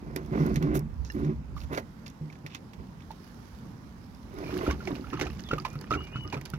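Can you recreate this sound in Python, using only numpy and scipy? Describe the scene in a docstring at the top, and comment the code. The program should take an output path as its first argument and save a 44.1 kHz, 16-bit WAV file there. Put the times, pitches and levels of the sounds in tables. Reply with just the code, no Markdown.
"""A hollow drone and a gritty scrape come first: a big plastic water bottle dragged over a concrete slab outdoors.
It is heard close, on a hand-held phone: stick-slip noise rings the body modes under cloth rustle and rumble.
Blows ring the body, ticks are short noise; water glugs from the neck as rising sines and splashes as small chirps.
The left microphone port is shaded: duller and slightly late."""
import sys
import numpy as np
from scipy import signal
from scipy.fft import rfft, irfft, next_fast_len
from scipy.io import wavfile
from scipy.ndimage import uniform_filter1d

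SR = 44100
rng = np.random.default_rng(int(sys.argv[2]) if len(sys.argv) > 2 else 0)


def waveform_to_disk(signal):
    """Save audio, clipped to [-1, 1], as 16-bit WAV at the path in sys.argv[1]."""
    frames = np.transpose(np.atleast_2d(signal))
    scaled = np.clip(frames, -1, 1) * 32767
    samples = np.round(scaled).astype(np.int16)
    wavfile.write(sys.argv[1], SR, samples)


N = 290199

# modes of the bottle's wall and air: f/Hz, width/Hz (rubbing widens it), level/dB
BODY_MODES = [(58.7, 31, -6), (150.4, 19.2, -4), (219.7, 27, -6.5), (291.1, 32.7, 2.5), (364, 22.7, 1),
              (499, 520, -14), (671, 18, -12), (1003, 200, -4), (1418, 120, -6), (1940, 230, -8)]
# dull blows on the body, from knocks and from gulps of air:
# t/s, level/dB before a common cut, favoured f/Hz, t60/s, churn after it re blow/dB before the band mix
BLOWS = [(0.161, -24, 373, 0.072, -13.5), (2.211, -27, 154, 0.86, -19), (2.445, -33.5, 149, 0.24, -15),
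         (2.788, -34, 60.4, 0.049, -13), (3.548, -46, 69.4, 0.09, -21), (4.679, -11, 316, 0.082, -42),
         (4.685, -16.5, 68.5, 0.41, -17), (4.876, -25, 341, 0.14, -12), (4.907, -19, 298, 0.12, -25),
         (4.928, -19.5, 256, 0.1, -35), (4.964, -35, 387, 0.12, -8), (4.996, -29, 261.5, 0.37, -23),
         (5.125, -30, 116.5, 0.79, -0.5), (5.195, -34, 149, 0.015, -8), (5.216, -21, 423, 0.17, -11.5),
         (5.264, -31, 72.8, 0.9, -23), (5.508, -30, 242, 0.072, -16), (5.531, -27.5, 130, 0.5, -15),
         (5.532, -13.5, 439, 0.056, -21), (5.652, -35, 80, 0.1, -12), (5.756, -24.5, 142, 0.22, -35),
         (5.907, -22, 124, 0.33, -10), (5.956, -24.5, 76, 0.39, -11), (6.157, -20.5, 125.7, 0.31, -46),
         (6.251, -27.5, 95.5, 0.36, -16), (6.334, -25, 101, 0.094, -6.5), (6.366, -26, 139, 0.35, -27),
         (6.537, -21.5, 149, 0.13, -21)]
# water surges into the neck, then runs:
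# t/s, slosh drone level/dB, upper body modes re drone/dB before their mix, splash level/dB before clumping
SURGES = [(4.27, -48.5, -6.5, -70), (4.39, -45, 14, -60), (4.56, -39, 11, -53.5), (4.7, -40, 11, -44.5),
          (4.78, -39, -9, -60.5), (4.93, -45, 2, -50), (5.05, -50, -19, -66), (5.2, -45.5, -2, -42.5),
          (5.35, -42.5, -10.5, -63), (5.6, -51, 1, -63), (5.96, -47, -0.5, -58), (6.58, -56, 0, -67)]


def gain_of(db):
    """Decibels to a factor."""
    return 10 ** (np.asarray(db) / 20)


def evened(x):
    """Scaled to rms 1."""
    return x / np.sqrt(np.mean(x ** 2) + 1e-20)


def read(points, hz):
    """A spectrum table on a log-frequency axis."""
    f, value = np.transpose(points)
    return np.interp(np.log(hz + 1), np.log(f + 1), value)


def curves(rows, off=None):
    """Every column of a time table, one value a sample; off is the value outside the table."""
    s, *columns = np.transpose(rows)
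    return [np.interp(np.arange(N) / SR, s, c, off, off) for c in columns]


def add(mix, s, sound):
    """Lays a sound into the mix at a time in seconds."""
    part = mix[..., round(s * SR):][..., :sound.shape[-1]]
    part += sound[..., :part.shape[-1]]


def colour(x, db, lag_s=0):
    """Filters by a function of frequency giving dB, with an optional delay."""
    size = next_fast_len(x.shape[-1] + 512)
    hz = np.fft.rfftfreq(size, 1 / SR)
    response = gain_of(db(hz)) * np.exp(-2j * np.pi * hz * lag_s)
    return irfft(rfft(x, size) * response, size)[..., :x.shape[-1]]


def ring(x, hz, width):
    """One resonance, centre and width in Hz; at 0 Hz it is a lowpass."""
    r = np.exp(-np.pi * width / SR)
    return 2 * signal.lfilter([1 - r], [1, -r * np.exp(2j * np.pi * hz / SR)], x).real


def ring_twice(x, hz, width, second_width=None):
    """The same centre rung twice, for steeper skirts."""
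    return ring(ring(x, hz, width), hz, second_width or width)


def random_hits(per_s, spread_db, longest=5):
    """Sparse impulses at random times; sizes spread exponentially in dB, up to a limit in spreads."""
    size = gain_of(spread_db * np.minimum(rng.exponential(1, N), longest))
    return size * (rng.random(N) < per_s / SR)


def grains(per_s, spread_db, hiss):
    """Sparse clicks of uneven size and either sign over a share of plain noise."""
    clicks = random_hits(per_s, spread_db) * rng.choice([-1., 1.], N)
    return evened(evened(clicks) + hiss * rng.standard_normal(N))


def bands(noise, hz, treble_db, sharp):
    """Noise with a peak at its centre, a broad floor around it and a share of treble."""
    peak = ring_twice(noise[0], hz, sharp * hz)
    floor = ring_twice(noise[0], 0.76 * hz + 900, 3600)
    body = evened(peak) + 0.39 * evened(floor)
    treble = ring(ring(noise[1], 10060, 4800), 13800, 4200)
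    return evened(body) + gain_of(treble_db) * evened(treble)


def ports(x, shade, lag_s):
    """One sound at both ports: the left shaded, late and smeared as sound creeps round the hand."""
    scatter_db, scatter_t60_s = 1, 0.012
    t = np.arange(400) / SR
    taps = rng.standard_normal(400) * gain_of(-60 * t / scatter_t60_s)
    smear = signal.oaconvolve(x, taps / np.linalg.norm(taps))[:N]
    smear = colour(smear, lambda hz: scatter_db - 40. * (hz < 2600))  # mainly treble
    left = colour(x + smear, lambda hz: read(shade, hz) / 2, lag_s)
    right = colour(x, lambda hz: -read(shade, hz) / 2)
    return np.array([left, right])


def wide(table, patchy_db):
    """Noise with patches drifting in time and frequency, most alike at the two ports in the bass."""
    # left-right likeness of the diffuse sound: f/Hz, correlation (1 is identical)
    likeness = [(60, 0.88), (180, 1), (550, 0.35), (1650, -0.16), (4970, 0.1), (15000, -0.035)]
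    # shading of the diffuse sound: f/Hz, left minus right level/dB
    far_shade = [(60, -0.5), (150, -2), (380, -2), (950, -2), (2380, -11), (5980, -20.5), (15000, -11)]
    frames, hz = N // 256 + 5, np.fft.rfftfreq(1024, 1 / SR)
    a, b, c, d, patches = rng.standard_normal((frames, 513, 5)).T
    patches = evened(uniform_filter1d(uniform_filter1d(patches, 14, 0), 12, 1))
    same = np.clip(read(likeness, hz), -1, 1)[:, None]
    shade_db = read(far_shade, hz)[:, None] / 2
    left = a + 1j * b
    right = same * left + np.sqrt(1 - same ** 2) * (c + 1j * d)
    z = np.array([left * gain_of(shade_db), right * gain_of(-shade_db)])
    z = z * gain_of(read(table, hz)[:, None] + patchy_db * patches)
    y = signal.istft(z, nperseg=1024, noverlap=768)[1][:, :N]
    return y / np.sqrt(np.mean(y.mean(0) ** 2))


def drags():
    """Levels of drone, upper modes and grit: each drag swells, holds and dies, the bright parts faster."""
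    # drags over the slab: start t/s, hold/s, drone level/dB, upper body modes re drone/dB, grit re drone/dB
    pulls = [(0.0, 0.36, -42, -4.5, -13), (0.307, 0.24, -29, -5, -12), (0.376, 0.026, -35.5, 4, -13.5),
             (0.601, 0.14, -33.5, 5, -7.5), (0.725, 0.03, -31, -20, -14.5), (1.13, 0.15, -31, -3, -14),
             (1.587, 0.025, -46.5, -17, -4.5), (1.698, 0.037, -47, 9.5, 8), (1.736, 0.023, -50, 1.5, 10)]
    attack_s = 0.028
    fall_db_per_s = np.array([[148], [339], [339]])  # drone, upper modes, grit
    out, t = np.zeros((3, N)), np.arange(SR) / SR
    for s, hold, db, upper_db, grit_db in pulls:
        after = np.maximum(t - attack_s - hold, 0)
        parts_db = db + np.array([[0], [upper_db], [grit_db]])
        add(out, s, np.minimum(t / attack_s, 1) * gain_of(parts_db - fall_db_per_s * after))
    return out


def churn_level():
    """Level of the water's churn, which starts with each blow and dies away."""
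    out, t = np.zeros(N), np.arange(SR // 2) / SR
    for s, db, hz, t60, churn_db in BLOWS:
        add(out, s, gain_of(db + churn_db - 60 * t / 0.18) * (1 - np.exp(-t / 0.0017)))
    return out


def rubbing():
    """Stick-slip on the concrete, then churning water, drive the body modes; finer grit is heard directly."""
    # colour of the grit: f/Hz, relative level per Hz/dB
    grit_colour = [(240, -87), (400, 3), (583, -3.5), (669, -2.5), (787, -8.5), (2230, -22), (6380, -59),
                   (8000, -57), (10400, -58), (17600, -120)]
    widen, uneven_db, slosh_grit_db = 1.46, 3.5, -14.5
    slips = grains(600, 2.4, 1.0)
    modes = [gain_of(db) * evened(ring_twice(slips, hz, widen * w)) for hz, w, db in BODY_MODES]
    low, upper = evened(modes[1] + modes[2]), evened(sum(modes[3:6]))
    grit = evened(colour(grains(1500, 4.2, 0.48), lambda hz: read(grit_colour, hz)))
    grit = evened(grit + 0.62 * evened(sum(modes[6:])))
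    grit = grit * gain_of(uneven_db * evened(ring(rng.standard_normal(N), 0, 31.5)))

    slosh_db, upper_db, _ = curves(SURGES, off=-62.5)
    slosh_drone = evened(ring_twice(slips, 150, 120, 130))
    slosh_bright = 0.41 * upper + 0.12 * evened(modes[4]) + gain_of(slosh_grit_db) * grit
    slosh = gain_of(slosh_db) * (slosh_drone + gain_of(upper_db) * slosh_bright)
    churn = churn_level() * (0.56 * low + upper + 0.58 * grit)
    return (drags() * [low, upper, grit]).sum(0) + slosh + churn


def rustle():
    """Hand and cloth rustle, then stream hiss: crackle in two bands, in short spatters once the stream breaks."""
    # hand and cloth, then the stream: t/s, level/dB before the crackle bands are spattered
    rustle_level = [(0, -65.5), (.3, -61), (.4, -52.5), (.66, -61), (.82, -69.5), (1.2, -59.5),
                    (1.4, -69.5), (1.67, -62.5), (2.47, -65.5), (3.05, -63.5), (3.2, -59.5), (3.55, -59),
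                    (3.8, -63), (4.3, -62), (4.4, -56), (4.55, -49), (4.73, -58.5), (4.9, -56.5),
                    (6.58, -63.5)]
    # colour of the crackle: f/Hz, relative level per Hz/dB
    hiss_colour = [(1470, 11), (2500, 2), (2640, 0.5), (2940, 2), (5270, 2.5), (6550, -4), (8140, 1.5),
                   (11700, 4), (16000, -1)]
    top_db = 0.5  # above 8500 Hz, against the band below
    level_db = curves(rustle_level)[0]
    flicker = evened(uniform_filter1d(grains(130, 2.8, 0.45) ** 2, 120))
    crackle = wide(hiss_colour, 1.4) * gain_of(2.0 * flicker.clip(-2, 3))
    low = colour(crackle, lambda hz: -80. * (hz > 8500))
    top = crackle - low
    low = low / low.mean(0).std() * spatter()
    top = top / top.mean(0).std() * spatter()
    return gain_of(level_db) * (low + gain_of(top_db) * top)


def rumble():
    """Lumpy low noise from air and grip, partly its own at each port, stronger on the right."""
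    # low rumble at the ports: t/s, level/dB of the pair before the left-right split
    rumble_level = [(0.0, -44), (0.3, -49), (0.4, -38.5), (0.9, -40), (1.1, -45), (1.7, -43), (2.0, -71),
                    (4.0, -58), (4.6, -49), (6.58, -53.5)]
    # sudden lumps in it: t/s, level/dB before the rise and fall
    lumps = [(0.999, -30), (1.21, -39), (1.351, -31), (1.52, -48), (2.78, -32.5), (3.52, -43), (4.72, -29),
             (5.28, -49), (5.92, -42)]
    rise_s, t60_s = 0.014, 0.13
    both, left, right = rng.standard_normal((3, N))
    pair = np.array([both + 0.55 * left, both + 1.0 * right])
    pair = ring_twice(pair, 62.5, 37)
    pair = pair + 0.069 * ring_twice(pair, 53.6, 41)
    level, t = gain_of(curves(rumble_level)[0]), np.arange(SR // 2) / SR
    for s, db in lumps:
        add(level, s, gain_of(db - 60 * t / t60_s) * np.minimum(t / rise_s, 1))
    return level * gain_of([[-3.], [3.]]) * pair / pair.mean(0).std()


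def air():
    """Steady, patchy outdoor air noise at both ports."""
    # colour of the air: f/Hz, relative level per Hz/dB
    air_colour = [(15, -47), (25, 3), (82, 6.5), (223, 8), (344, -3.5), (695, -11.5), (840, -7.5),
                  (911, -6.5), (2910, -26.5), (5280, -48), (8360, -24), (11300, -93), (16000, -47)]
    return gain_of(-47.5) * wide(air_colour, 1.6)


def yard(x):
    """Ground and wall echoes: sparse taps that die fast, different at each port."""
    t = np.arange(6000) / SR
    taps = rng.standard_normal((2, 6000)) * (rng.random((2, 6000)) < .05)
    taps = taps * gain_of(-60 * t / 0.072) * (t > .002)
    return signal.fftconvolve(x, taps / np.linalg.norm(taps[0]), axes=1)[:, :N]


def thumps():
    """Each blow rings the low body modes, most those near its favoured pitch."""
    out, t = np.zeros(N), np.arange(SR // 2) / SR
    for s, db, hz, t60, churn_db in BLOWS:
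        modes = sum(gain_of(-14 * abs(np.log2(f / hz))) * np.sin(2 * np.pi * f * t)
                    for f, w, level in BODY_MODES[:6])
        tone = 0.82 * modes + np.sin(2 * np.pi * hz * t)
        add(out, s, gain_of(db - 8.5 - 60 * t / t60) * tone * (1 - np.exp(-t / 0.00047)))
    return out


def ticks():
    """Each tick is a few milliseconds of noise with a short ring at its centre, over a lower knock."""
    # plastic ticks and slaps of water: t/s, level/dB before a common cut, centre f/Hz, treble re body/dB
    taps = [(0.161, -21.5, 1960, 7.5), (0.261, -47, 5470, 9), (0.463, -40, 1820, 15.5),
            (0.542, -38, 5580, 2), (0.558, -18, 1940, -3), (0.625, -25, 2070, -2), (0.792, -44, 2160, 22),
            (1.048, -32.5, 5200, -7), (1.12, -40.5, 4660, 7), (1.135, -55, 4900, 8),
            (1.149, -46, 1840, -33), (1.235, -43, 2870, -20), (1.246, -32, 2000, -33),
            (1.603, -39, 4450, -8), (1.615, -38, 2780, -6), (1.635, -37, 3200, -12),
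            (1.732, -33, 3000, -15), (1.747, -24, 2780, -25), (1.774, -18, 1850, -18),
            (1.788, -48, 2680, -17), (2.061, -36, 4570, -10), (2.0638, -28, 2030, -12),
            (2.079, -34, 4440, -3), (2.0995, -40.5, 6900, 2), (2.3, -39.5, 2210, -54),
            (2.325, -35.5, 1960, -20), (2.3534, -39.5, 2310, -20), (2.4628, -25.5, 2000, -7),
            (2.547, -21, 2850, -9), (2.7332, -33.5, 2150, -8), (3.005, -42.5, 2260, -45),
            (3.021, -45, 3330, -38), (3.114, -37, 3920, 2), (4.147, -46, 5100, 3), (4.34, -47, 3020, 8),
            (4.387, -40.5, 5340, 4), (4.541, -29, 2730, -20), (4.576, -31.5, 2550, 7.5),
            (4.588, -28.5, 2720, -18), (4.677, -40, 2720, -20), (4.7087, -18.5, 2230, -39),
            (4.726, -33, 2900, -30), (4.8527, -32, 4630, -23), (4.873, -22.5, 2270, -45),
            (4.904, -38, 1750, 1), (4.953, -27.5, 2400, -37), (5.101, -34, 3040, -24),
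            (5.133, -42, 2530, -15), (5.1978, -21, 2240, -5), (5.2114, -13, 2250, -16),
            (5.222, -18, 1430, -18), (5.2668, -26.5, 2400, -28), (5.393, -32, 3150, -22),
            (5.404, -37, 6000, -1), (5.437, -35, 4770, -38), (5.4874, -28, 3400, -15),
            (5.508, -38, 2960, -16), (5.532, -41, 2300, -7), (5.582, -30.5, 2700, -3),
            (5.5994, -32.5, 4600, -56), (5.649, -20.5, 2295, -45), (5.701, -35, 6000, -11),
            (5.731, -52, 6900, 16), (5.8116, -32, 5300, 3.5), (5.9065, -28, 3550, -20),
            (5.926, -26, 3500, -36), (5.9367, -21, 2400, -51), (5.951, -29.5, 2340, -43),
            (6.003, -39, 2960, -41), (6.0697, -33.5, 2290, -45), (6.3, -35, 4620, -24),
            (6.325, -22, 2450, -51), (6.3417, -24.5, 2360, -53), (6.412, -32, 2010, 1),
            (6.457, -27.5, 2410, -29), (6.5006, -36, 4950, 11.5), (6.5353, -34, 1830, -2)]
    peak_s, knock_db = 0.0013, -3
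    ring_db, ring_cycles = -19, 45  # cycles to fall 60 dB
    ring_per_treble = 0.6  # bright ticks are dry, dull ones ring: dB lost per dB of treble
    out, t = np.zeros(N), np.arange(2000) / SR
    u = t / peak_s
    snap = u ** 2 * np.exp(2 - 2 * u)
    for (s, db, hz, treble_db), noise in zip(taps, rng.standard_normal((len(taps), 3, 2000))):
        knock = gain_of(knock_db - 60 * t / 0.065) * evened(ring(noise[2], 1300, 1900))
        tone_db = ring_db - ring_per_treble * treble_db - 60 * t * hz / ring_cycles
        tone = gain_of(tone_db) * np.sin(2 * np.pi * hz * t)
        sound = bands(noise, hz, treble_db, 0.27) * snap + (knock + tone) * (1 - np.exp(-t / 0.001))
        add(out, s, gain_of(db - 11) * sound)
    return out


def rasps():
    """Dense rough grains that swell, hold and fade evenly."""
    # rasps of a hand on plastic and gushes of spray: t/s, length/s, body level/dB, centre f/Hz, treble re body/dB
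    strokes = [(0.739, 0.047, -53, 2980, 16), (1.044, 0.056, -59, 5300, -13),
               (1.114, 0.05, -76.5, 4950, 21), (1.55, 0.11, -61.5, 4170, 3.5), (1.712, 0.1, -46, 1730, -3),
               (2.491, 0.1, -54, 2480, -33), (4.605, 0.12, -50, 2540, -2), (5.16, 0.092, -53, 2500, -32),
               (5.9, 0.027, -54, 4430, -5), (6.345, 0.036, -61, 2480, -4), (6.453, 0.0081, -43, 4200, 1)]
    out, rough = np.zeros(N), np.array([grains(2500, 4.0, .6), grains(2500, 4.0, .6)])
    for s, length, db, hz, treble_db in strokes:
        noise = rough[:, round(s * SR):round((s + length) * SR)]
        envelope = signal.windows.tukey(noise.shape[1], .4)
        add(out, s, gain_of(db) * bands(noise, hz, treble_db, .7) * envelope)
    return out


def clink():
    """One hard tap rings the collar's modes, each a dying sine."""
    # the collar's modes: f/Hz, level/dB, t60/s
    collar = [(1770, -27, 0.031), (2800, -38.5, 0.05), (4100, -49, 0.06), (5300, -47, 0.078),
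              (6220, -50, 0.047)]
    out, t = np.zeros(N), np.arange(4000) / SR
    tones = sum(gain_of(db - 60 * t / t60) * np.sin(2 * np.pi * hz * t) for hz, db, t60 in collar)
    add(out, 1.1, tones * (1 - np.exp(-t / 0.00084)))
    return out


def glugs():
    """A bubble rings as a dying sine whose pitch climbs, with an overtone and a ragged froth after it."""
    # bubbles that pop in the water, most as they pinch off in the neck: t/s, level/dB, starting f/Hz, t60/s
    pops = [(1.565, -32.5, 1144, 0.047), (1.576, -37, 1100, 0.039), (3.105, -28.5, 860, 0.035),
            (4.44, -35, 2380, 0.025), (4.461, -34, 2290, 0.034), (4.478, -40, 2320, 0.093),
            (4.504, -27.5, 1360, 0.02), (4.664, -23, 1305, 0.049), (4.701, -22.5, 1495, 0.03),
            (4.708, -29.5, 1087, 0.079), (4.804, -30.5, 1360, 0.031), (4.873, -27, 730, 0.018),
            (4.878, -31, 1930, 0.037), (4.906, -42, 1680, 0.041), (5.042, -35.5, 1305, 0.039),
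            (5.13, -21, 1240, 0.025), (5.259, -29.5, 700, 0.028), (5.269, -34, 1265, 0.045),
            (5.511, -16, 1335, 0.032), (5.532, -24.5, 1390, 0.035), (5.58, -26, 1194, 0.059),
            (5.65, -17, 970, 0.019), (5.658, -40, 1030, 0.035), (5.733, -41, 1306, 0.032),
            (5.754, -32.5, 1280, 0.033), (5.907, -14, 1245, 0.031), (5.942, -24, 1360, 0.029),
            (6.006, -34.5, 1254, 0.034), (6.157, -24.5, 1320, 0.034), (6.327, -18, 906, 0.012),
            (6.367, -28, 1220, 0.027), (6.535, -24.5, 1370, 0.033)]
    half_rise = 0.112  # half the pitch climb over one t60, as a share
    froth_db, froth_t60_s = -15, 0.085
    out, t = np.zeros(N), np.arange(SR // 6) / SR
    fizz = grains(900, 3.0, 0.3)
    for s, db, hz, t60 in pops:
        turn = 2 * np.pi * hz * (t + half_rise * t ** 2 / t60)
        fade = gain_of(-60 * t / t60)
        tone = np.sin(turn) + 0.061 * np.sin(2.0 * turn) * fade  # the overtone dies twice as fast
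        drive = np.resize(fizz[round(s * SR):], len(t))
        froth = evened(ring(drive, hz, 153)) + 0.5 * evened(ring(drive, 1.64 * hz, 1200))
        sound = fade * tone + gain_of(froth_db - 60 * t / froth_t60_s) * froth
        add(out, s, gain_of(db) * sound * (1 - np.exp(-(t / 0.0015) ** 2)))
    return out


def bubbles(per_s, lo_hz, hi_hz, cycles, spread_db, count):
    """Random short chirps, each rising in pitch as it dies; most are small."""
    size = random_hits(per_s, spread_db)
    kind, out = rng.integers(0, count, N), np.zeros(N)
    for k, hz in enumerate(np.geomspace(lo_hz, hi_hz, count)):
        u = np.arange(0, 3, hz / cycles / SR)  # age, in spans of that many cycles
        chirp = np.sin(2 * np.pi * cycles * (u + 0.047 * u ** 2))
        chirp = chirp * np.exp(-2 * u) * (1 - np.exp(-u / 0.22))
        out += signal.oaconvolve(size * (kind == k), chirp)[:N]
    return evened(out)


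def splash():
    """Small bubbles and droplets on the slab, some near one common size, with a finer fizz above them."""
    drops = bubbles(500, 802, 3020, 4.8, 2.66, count=20)
    drops = drops + 0.46 * bubbles(150, 2106, 2797, 32.3, 2.95, count=8)
    fizz = bubbles(200, 3600, 6200, 5.0, 5.5, count=12)
    clumps_db = 4.0 * evened(ring(rng.standard_normal(N), 0, 50))
    return gain_of(curves(SURGES, off=-99)[2] + clumps_db) * (drops + 0.26 * fizz)


def spatter():
    """A level that jumps for a moment as each stray drop lands, once the stream has broken up."""
    broken_from_s = 5.1
    drops = random_hits(90, 7.6, longest=3)
    t = np.arange(2500) / SR
    jump = gain_of(-60 * t / .015) * (1 - np.exp(-t / .002))
    level = .75 + .7 * signal.oaconvolve(drops, jump)[:N]
    return np.where(np.arange(N) / SR > broken_from_s, level, 1)


def whistles():
    """Narrow whistles and glug tones that scoop into a quickening glide, waver and fade or swell."""
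    # thin wavering whistles and gliding glug tones of the neck:
    # start t/s, length/s, from f/Hz, to f/Hz, scoop up into the start/Hz, level/dB, change by the end/dB
    tones = [(5.16, 0.03, 1330, 1020, 0, -46, -6), (5.44, 0.088, 3580, 2680, 0, -53.5, 6),
             (5.455, 0.045, 1800, 2400, 0, -61, 0), (5.655, 0.11, 2300, 2560, -200, -57.5, -4),
             (5.912, 0.05, 1460, 1370, 300, -30, -4), (5.95, 0.055, 1250, 880, 0, -46, -10),
             (5.965, 0.155, 2920, 2840, 200, -46.5, -28), (6.02, 0.175, 2350, 2640, 80, -55, -4),
             (6.125, 0.14, 3030, 2900, 300, -49.5, -2), (6.245, 0.045, 1300, 1250, 150, -50, -2),
             (6.268, 0.06, 2950, 2860, 0, -57, -5)]
    scoop_s, glide_bend = 0.02, 1.6
    out, waver_db = np.zeros(N), 2.0 * evened(uniform_filter1d(rng.standard_normal(N), 300))
    wobble = 0.004 * evened(ring(rng.standard_normal(N), 0, 60))  # pitch unrest, as a share
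    for s, length, from_hz, to_hz, scoop_hz, db, fade_db in tones:
        t = np.arange(0, length, 1 / SR)
        hz = from_hz + (to_hz - from_hz) * (t / length) ** glide_bend - scoop_hz * np.exp(-t / scoop_s)
        hz = hz * (1 + wobble[round(s * SR):][:len(t)])
        level = gain_of(db + fade_db * (t / length) ** 2) * signal.windows.tukey(len(t), 0.2)
        add(out, s, np.sqrt(2) * level * np.sin(2 * np.pi * np.cumsum(hz) / SR))
    return out * gain_of(waver_db)


def scene():
    """Everything at the two ports."""
    # shading of the body and ground sounds: f/Hz, left minus right level/dB before the smear
    near_shade = [(60, -1), (120, -0.5), (240, -3.5), (480, -3), (950, -7.5), (1890, -5), (3770, -11),
                  (7520, -20), (15000, -15.5)]
    # shading of the neck's tones: f/Hz, left minus right level/dB before the smear
    neck_shade = [(800, -11), (1400, -4.5), (3000, -5)]
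    body_lag_s, neck_lag_s = 0.00035, 0.000093  # the neck lies more to the front, so its delay is smaller
    taps = ticks() + rasps() + clink()
    by_hand = np.arange(N) / SR < 4.3  # taps before this come from the body, later ones from the neck
    near = ports(rubbing() + thumps() + taps * by_hand, near_shade, body_lag_s)
    near = near + ports(splash() + taps * ~by_hand, near_shade, neck_lag_s)
    near = near + ports(glugs() + whistles(), neck_shade, neck_lag_s)
    echoes = gain_of(-13) * colour(yard(near), lambda hz: -12. * (hz < 500))
    return near + echoes + rustle() + rumble() + air()


def record(dry):
    """Microphone colour, then the band limit."""
    # response of the microphone: f/Hz, level/dB
    mic_colour = [(25, -18), (45, 1.5), (6500, -3), (8300, -18.5), (10500, -13)]
    heard = colour(dry, lambda hz: read(mic_colour, hz))
    band_limit = signal.firwin(511, 16250, window=("kaiser", 9), fs=SR)  # lowpass edge in Hz
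    return signal.oaconvolve(heard, band_limit[None], "same")


dry = scene()
out = record(dry)
waveform_to_disk(out)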